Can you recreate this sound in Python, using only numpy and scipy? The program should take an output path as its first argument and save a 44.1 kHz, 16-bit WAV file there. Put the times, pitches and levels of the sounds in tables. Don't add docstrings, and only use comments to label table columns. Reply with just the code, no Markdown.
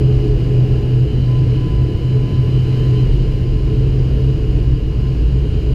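import sys
import numpy as np
from scipy import signal
from scipy.fft import rfft, irfft
from scipy.io import wavfile
from scipy.ndimage import uniform_filter1d

SR = 44100
rng = np.random.default_rng(int(sys.argv[2]) if len(sys.argv) > 2 else 0)


def transcribe(u):
    v = np.clip(np.atleast_2d(u).T, -1, 1)
    q = np.round(v * 32767).astype(np.int16)
    wavfile.write(sys.argv[1], SR, q)


def amplitude_ratio(level_db):
    exponent = np.asarray(level_db, float) / 20
    return 10 ** exponent


N = 253134
TIME = np.arange(N) / SR
PUMP_LAG_S = 0.105

# start_s, blade_pass_hz, loading_db
PROPELLER = [(0, 83.55, -1.5), (.45, 83.6, -1), (.9, 83.62, -4.5), (1.3, 83.85, -10), (2, 84.05, -12.5),
             (3.1, 84, -17), (4, 83.9, -14), (5.74, 84.1, -20)]
# start_s, level_db
ENGINE_ROAR = [(0, -45.5), (1.1, -46), (1.4, -45.5), (1.9, -46.5), (2.4, -45.5), (2.9, -43.5), (3.4, -46.5),
               (4.4, -46), (4.85, -48), (5.2, -47), (5.74, -46.5)]


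def hull_boom():
    # start_s, pitch_hz, level_db
    boom_course = [
        (0, 127.5, -22),
        (1.25, 125, -17),
        (1.6, 126.8, -22.5),
        (2.2, 126.5, -28),
        (3, 126.4, -17.5),
        (4.2, 129.9, -31.5),
        (4.9, 129.2, -25.5),
        (5.74, 130.5, -30.5),
    ]
    # middle_s, width_s, level_db
    shaft_swells = [(0.08, 0.14, -14), (0.3, 0.041, -18), (0.59, 0.23, -12.5), (0.99, 0.14, -14),
                    (1.44, 0.31, -13.0), (1.84, 0.086, -16.5), (2.14, 0.13, -11), (2.39, 0.063, -11.5),
                    (2.56, 0.11, -11.5), (2.81, 0.21, -14), (3.01, 0.07, -13.5), (3.25, 0.11, -18),
                    (3.45, 0.075, -18), (3.83, 0.36, -15.5), (4.29, 0.12, -14.5), (4.53, 0.07, -17.5),
                    (4.71, 0.095, -18.5), (5.13, 0.13, -19), (5.39, 0.14, -19.5), (5.72, 0.03, -23.5)]
    pitch_hz, rest_db = curves(boom_course)
    pitch_hz = uniform_filter1d(pitch_hz, size=9000)
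    driven = swells(shaft_swells, rest_db) * amplitude_ratio(-0.67) * tone(pitch_hz, 0.49, 0.33)
    skirt = amplitude_ratio(-28) * ringing(pitch_hz=curves(boom_course)[0], width_hz=20, steady=0.1)
    return driven + skirt


def wheel_thuds():
    # start_s, level_db
    roughness = [
        (0, -21),
        (1.9, -28),
        (2.3, -34.5),
        (2.9, -25),
        (3.3, -21.5),
        (5.74, -19),
    ]
    # middle_s, width_s, level_db
    low_joints = [
        (0.19, 0.07, -23),
        (0.38, 0.16, -19),
        (3.16, 0.19, -15),
        (3.57, 0.12, -17.5),
        (3.88, 0.14, -20.5),
        (4.39, 0.07, -21.0),
        (4.54, 0.14, -21.5),
        (4.73, 0.08, -24),
    ]
    # middle_s, width_s, level_db
    high_joints = [(1.19, 0.22, -22), (1.78, 0.11, -16), (3.06, 0.082, -21.5), (3.63, 0.1, -15.5),
                   (3.93, 0.07, -23), (4.13, 0.06, -17), (4.26, 0.049, -15), (4.49, 0.07, -18.5),
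                   (4.68, 0.075, -13), (5.04, 0.05, -15.5), (5.34, 0.31, -14.5), (5.7, 0.079, -20)]
    # pitch_hz, width_hz
    hull_modes = [(40, 12), (56.5, 6.8)]
    ground_db = curves(roughness)[0]
    out = np.zeros(N)
    for joints, offset_db, (mode_hz, width_hz) in zip((low_joints, high_joints), (-4.1, -1.5), hull_modes):
        out += swells(joints, ground_db + offset_db) * ringing(mode_hz, width_hz, steady=0.72)
    return out


def panel_hum():
    # middle_s, width_s, level_db, pitch_hz
    hum_surges = [(0, .06, -22.5, 416.1), (.09, 0.064, -26, 419), (.28, 0.16, -24, 417.6),
                  (.54, 0.077, -26, 417.3), (.68, 0.091, -27.5, 415), (.82, 0.055, -30, 417),
                  (1.1, 0.064, -30.5, 424.4), (2.18, 0.088, -29, 427.4), (2.8, 0.091, -34, 431),
                  (2.95, 0.082, -29, 421.5), (3.78, .2, -34.5, 429.5), (4.4, .2, -33, 433.5),
                  (5.55, 0.07, -32, 426), (5.68, 0.064, -29, 424)]
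    pitch_hz = curves([(row[0], row[3]) for row in hum_surges])[0]
    load_db = curves(PROPELLER)[1]
    level = swells(hum_surges, -36.5 + 0.21 * load_db)
    return level * tone(uniform_filter1d(pitch_hz, size=6000), 0.51, 0.69)


def propeller():
    # multiple, level_db
    blade_orders = [(3, -37.5), (4, -32), (6, -42), (7, -47), (8, -53.5), (9, -55), (10, -54.5)]
    pass_hz, load_db = curves(PROPELLER)
    return sum(amplitude_ratio(db + load_db) * tone(k * pass_hz, 4.0, 0.96) for k, db in blade_orders)


def gear_mesh():
    # start_s, level_db
    mesh_level = [
        (0, -59),
        (1, -60),
        (1.25, -61),
        (1.8, -57.5),
        (2.5, -60.5),
        (3.05, -63),
        (3.3, -72),
        (4.2, -71),
        (4.6, -64),
        (5.74, -70.5),
    ]
    pass_hz = curves(PROPELLER)[0]
    return amplitude_ratio(curves(mesh_level)[0]) * tone(20 * pass_hz, 1.6, 0.34)


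def pump_rates():
    # start_s, piston_rate_hz
    pump_course = [(0, 1032.4), (.35, 1031.4), (.7, 1030.8), (.95, 1024.9), (1.3, 1014.4), (1.5, 1011.1),
                   (1.7, 1009.3), (1.9, 1009.4), (2.1, 1010.5), (2.5, 1015.5), (2.8, 1019.6), (3.05, 1024),
                   (3.5, 1029.8), (3.9, 1033), (4.3, 1033.8), (5.74, 1035.2)]
    rate_hz = uniform_filter1d(curves(pump_course)[0], size=8000)
    slope_hz_per_s = uniform_filter1d(np.gradient(rate_hz) * SR, size=8000)
    return rate_hz, PUMP_LAG_S / 2 * slope_hz_per_s


def drawing(release_s):
    opening = np.clip((TIME - 1.0) / 0.07, 0, 1)
    return opening * np.exp(-np.maximum(TIME - 3.02, 0) / release_s)


def hydraulic_pipe():
    # middle_s, width_s, level_db
    pipe_surges = [
        (0.17, 0.13, -57),
        (0.66, 0.59, -55),
        (1.35, 0.14, -43),
        (1.71, 0.26, -45.5),
        (2.33, 0.34, -45.5),
        (2.9, 0.21, -46.5),
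        (3.49, 0.33, -53),
        (4.63, 0.14, -52.5),
        (5.06, 0.19, -54),
    ]
    rate_hz, lead_hz = pump_rates()
    idle_db, draw_db = -59, -52.5
    level = swells(pipe_surges, idle_db + (draw_db - idle_db) * drawing(0.3))
    valve_shut = 1 - 0.8 * bell(middle_s=1.11, width_s=0.18)
    return level * valve_shut * tone(rate_hz - lead_hz, 0.6, 0.15)


def pump_pistons():
    # multiple, idle_db, drawing_db, release_s, trailing_pump_share
    piston_orders = [(2, -70, -65, .15, .5), (3, -57.5, -53.5, .07, .5), (4, -69, -62.5, .35, .9)]
    rate_hz, lead_hz = pump_rates()
    apart_turns = 0.567 + PUMP_LAG_S * (rate_hz - rate_hz.min())
    growth_db = 0.9 * np.clip(TIME - 1.0, 0, 2.02)
    mount_db = 3 * np.exp(-((rate_hz - 1018.5) / 5) ** 2)
    out = np.zeros(N)
    for k, idle_db, draw_db, release_s, second in piston_orders:
        draw = drawing(release_s)
        pair = 1 + second * np.exp(2j * np.pi * k * apart_turns)
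        level_db = idle_db + draw * (draw_db + growth_db + mount_db - idle_db)
        heard_hz = k * (rate_hz + lead_hz * (1 - second ** 2) / (1 + second ** 2))
        out += amplitude_ratio(level_db) * abs(pair) * tone(heard_hz, 1.1 * (1.2 - draw), 0.25)
    return out


def turbines():
    # pitch_hz, level_db
    gear_whines = [(2874, -50), (3066, -60.5), (3833, -70), (4797, -74), (7764, -88)]
    roar_db = curves(ENGINE_ROAR)[0]
    whines = sum(amplitude_ratio(db) * tone(hz, 0.55, 0.1) for hz, db in gear_whines)
    return amplitude_ratio(0.82 * (roar_db - roar_db.mean())) * whines


def roar():
    # pitch_hz, density_db
    body_spectrum = [(11, -35), (18, -8.5), (43, -1.5), (75, -4), (100, 0), (126, -2), (148, -5),
                     (178, -12), (256, -14.5), (302, -12.5), (436, -18), (531, -27.5), (753, -34.5),
                     (950, -46.5)]
    # pitch_hz, density_db
    air_spectrum = [(500, -36), (850, -6.5), (1020, -3), (1110, -7), (1650, -8), (1950, -10), (2700, -5),
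                    (2940, -5), (3520, -16), (3980, -12.5), (4880, -12), (5850, -22.5), (8700, -29.5),
                    (13900, -32.5), (15200, -41)]
    # pitch_hz, width_hz, level_db
    wall_panels = [(303.1, 42, -37.5), (435.6, 30, -39), (4090, 100, -64), (4900, 210, -64.5),
                   (6700, 1300, -66), (13780, 120, -89), (14480, 250, -82), (14900, 200, -82.5)]
    air_db, load_db = curves(ENGINE_ROAR)[0], curves(PROPELLER)[1]
    body_db = -25.5 + 0.54 * (air_db - air_db.mean()) + 0.06 * (load_db - load_db.mean())
    out = amplitude_ratio(body_db - 2.5) * wash(body_spectrum, (180, 800), patchy_db=0.0, swell_db=-0.53)
    out += amplitude_ratio(air_db - 1.21) * wash(air_spectrum, (1100, 2800), patchy_db=0.75, swell_db=0.3)
    for hz, width_hz, db in wall_panels:
        drive_db = body_db if hz < 1000 else air_db
        out += amplitude_ratio(db + drive_db - drive_db.mean()) * ringing(hz, width_hz, steady=0.038)
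    return out


def trim_creak():
    # start_s, peak_db, pitch_hz
    creaks = [
        (4.634, -50, 9655),
    ]
    out, t = np.zeros(N), np.arange(300) / SR
    for start_s, db, hz in creaks:
        at = round(start_s * SR)
        out[at:at + len(t)] += amplitude_ratio(db - 60 * t / 0.012) * np.sin(2 * np.pi * hz * t)
    return out


def evened(x):
    return x / np.sqrt(np.mean(x ** 2) + 1e-20)


def curves(rows):
    s, *columns = np.transpose(rows)
    return [np.interp(TIME, s, c) for c in columns]


def bell(middle_s, width_s):
    return np.exp(-2 * ((TIME - middle_s) / width_s) ** 2)


def swells(rows, rest_db):
    bells = sum((amplitude_ratio(row[2]) * bell(*row[:2])) ** 2 for row in rows)
    return np.sqrt(amplitude_ratio(rest_db) ** 2 + bells)


def wander(rate_hz):
    z = rfft(rng.standard_normal(N))
    lowpass = np.exp(-(np.fft.rfftfreq(N, 1 / SR) / rate_hz) ** 2)
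    return evened(irfft(z * lowpass, N))


def tone(pitch_hz, waver_db, drift):
    turns = np.cumsum(pitch_hz * np.ones(N)) / SR + rng.random()
    phase = 2 * np.pi * turns + drift * wander(6)
    return np.sqrt(2) * np.sin(phase) * amplitude_ratio(waver_db * wander(2.3))


def ringing(pitch_hz, width_hz, steady):
    r = np.exp(-np.pi * width_hz / SR)
    z = rng.standard_normal(N + SR) + 1j * rng.standard_normal(N + SR)
    z = signal.lfilter([1], np.poly([r, r]), z)[SR:]
    size = abs(z) + 0.25 * np.mean(abs(z))
    z = z / size ** np.clip(steady, 0, 1)
    carrier = np.exp(2j * np.pi * np.cumsum(pitch_hz * np.ones(N)) / SR)
    return evened((z * carrier).real)


def wash(spectrum, band_hz, patchy_db, swell_db):
    frames, hz = N // 512 + 6, np.fft.rfftfreq(2048, 1 / SR)
    a, b, patches = rng.standard_normal((frames, 1025, 3)).T
    patches = uniform_filter1d(patches, size=14, axis=0)
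    patches = evened(uniform_filter1d(patches, size=8, axis=1))
    f, db = np.transpose(spectrum)
    gain = amplitude_ratio(np.interp(np.log(hz + 1), np.log(f + 1), db, left=-90, right=-90))
    in_band = (hz > band_hz[0]) & (hz < band_hz[1])
    share = np.sum(gain[in_band] ** 2) / np.sum(gain ** 2)
    z = (a + 1j * b) * gain[:, None] * amplitude_ratio(patchy_db * patches)
    x = signal.istft(z, nperseg=2048, noverlap=1536)[1][:N]
    return evened(x) / np.sqrt(share) * amplitude_ratio(swell_db * wander(7))


def scene():
    hull = hull_boom() + wheel_thuds() + panel_hum()
    machinery = propeller() + gear_mesh() + hydraulic_pipe() + pump_pistons() + turbines()
    return (hull + machinery + roar() + trim_creak())[None]


def thinned(x):
    hz, t, z = signal.stft(x, SR, nperseg=1024, noverlap=768)
    scraps = uniform_filter1d(rng.standard_normal(z.shape[1:]), size=7, axis=0)
    scraps = evened(uniform_filter1d(scraps, size=9, axis=1))
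    edge = np.interp(hz, [12000, 13000, 14300, 15300], [-3, -1.3, -0.8, 0.1])
    shut = np.clip((edge[:, None] - scraps) * 4, 0, 1)
    return signal.istft(z * amplitude_ratio(-30 * shut), SR, nperseg=1024, noverlap=768)[1][:, :N]


def top_cut(x):
    return signal.sosfilt(signal.butter(12, 15300, fs=SR, output="sos"), x)


def record(dry):
    limited = 1.368 * np.tanh(dry / 1.261)
    fade = np.clip(np.minimum(N / SR - TIME, 2 * TIME + 0.002) / 0.005, 0, 1)
    return top_cut(thinned(limited) * fade)


dry = scene()
out = record(dry)
transcribe(out)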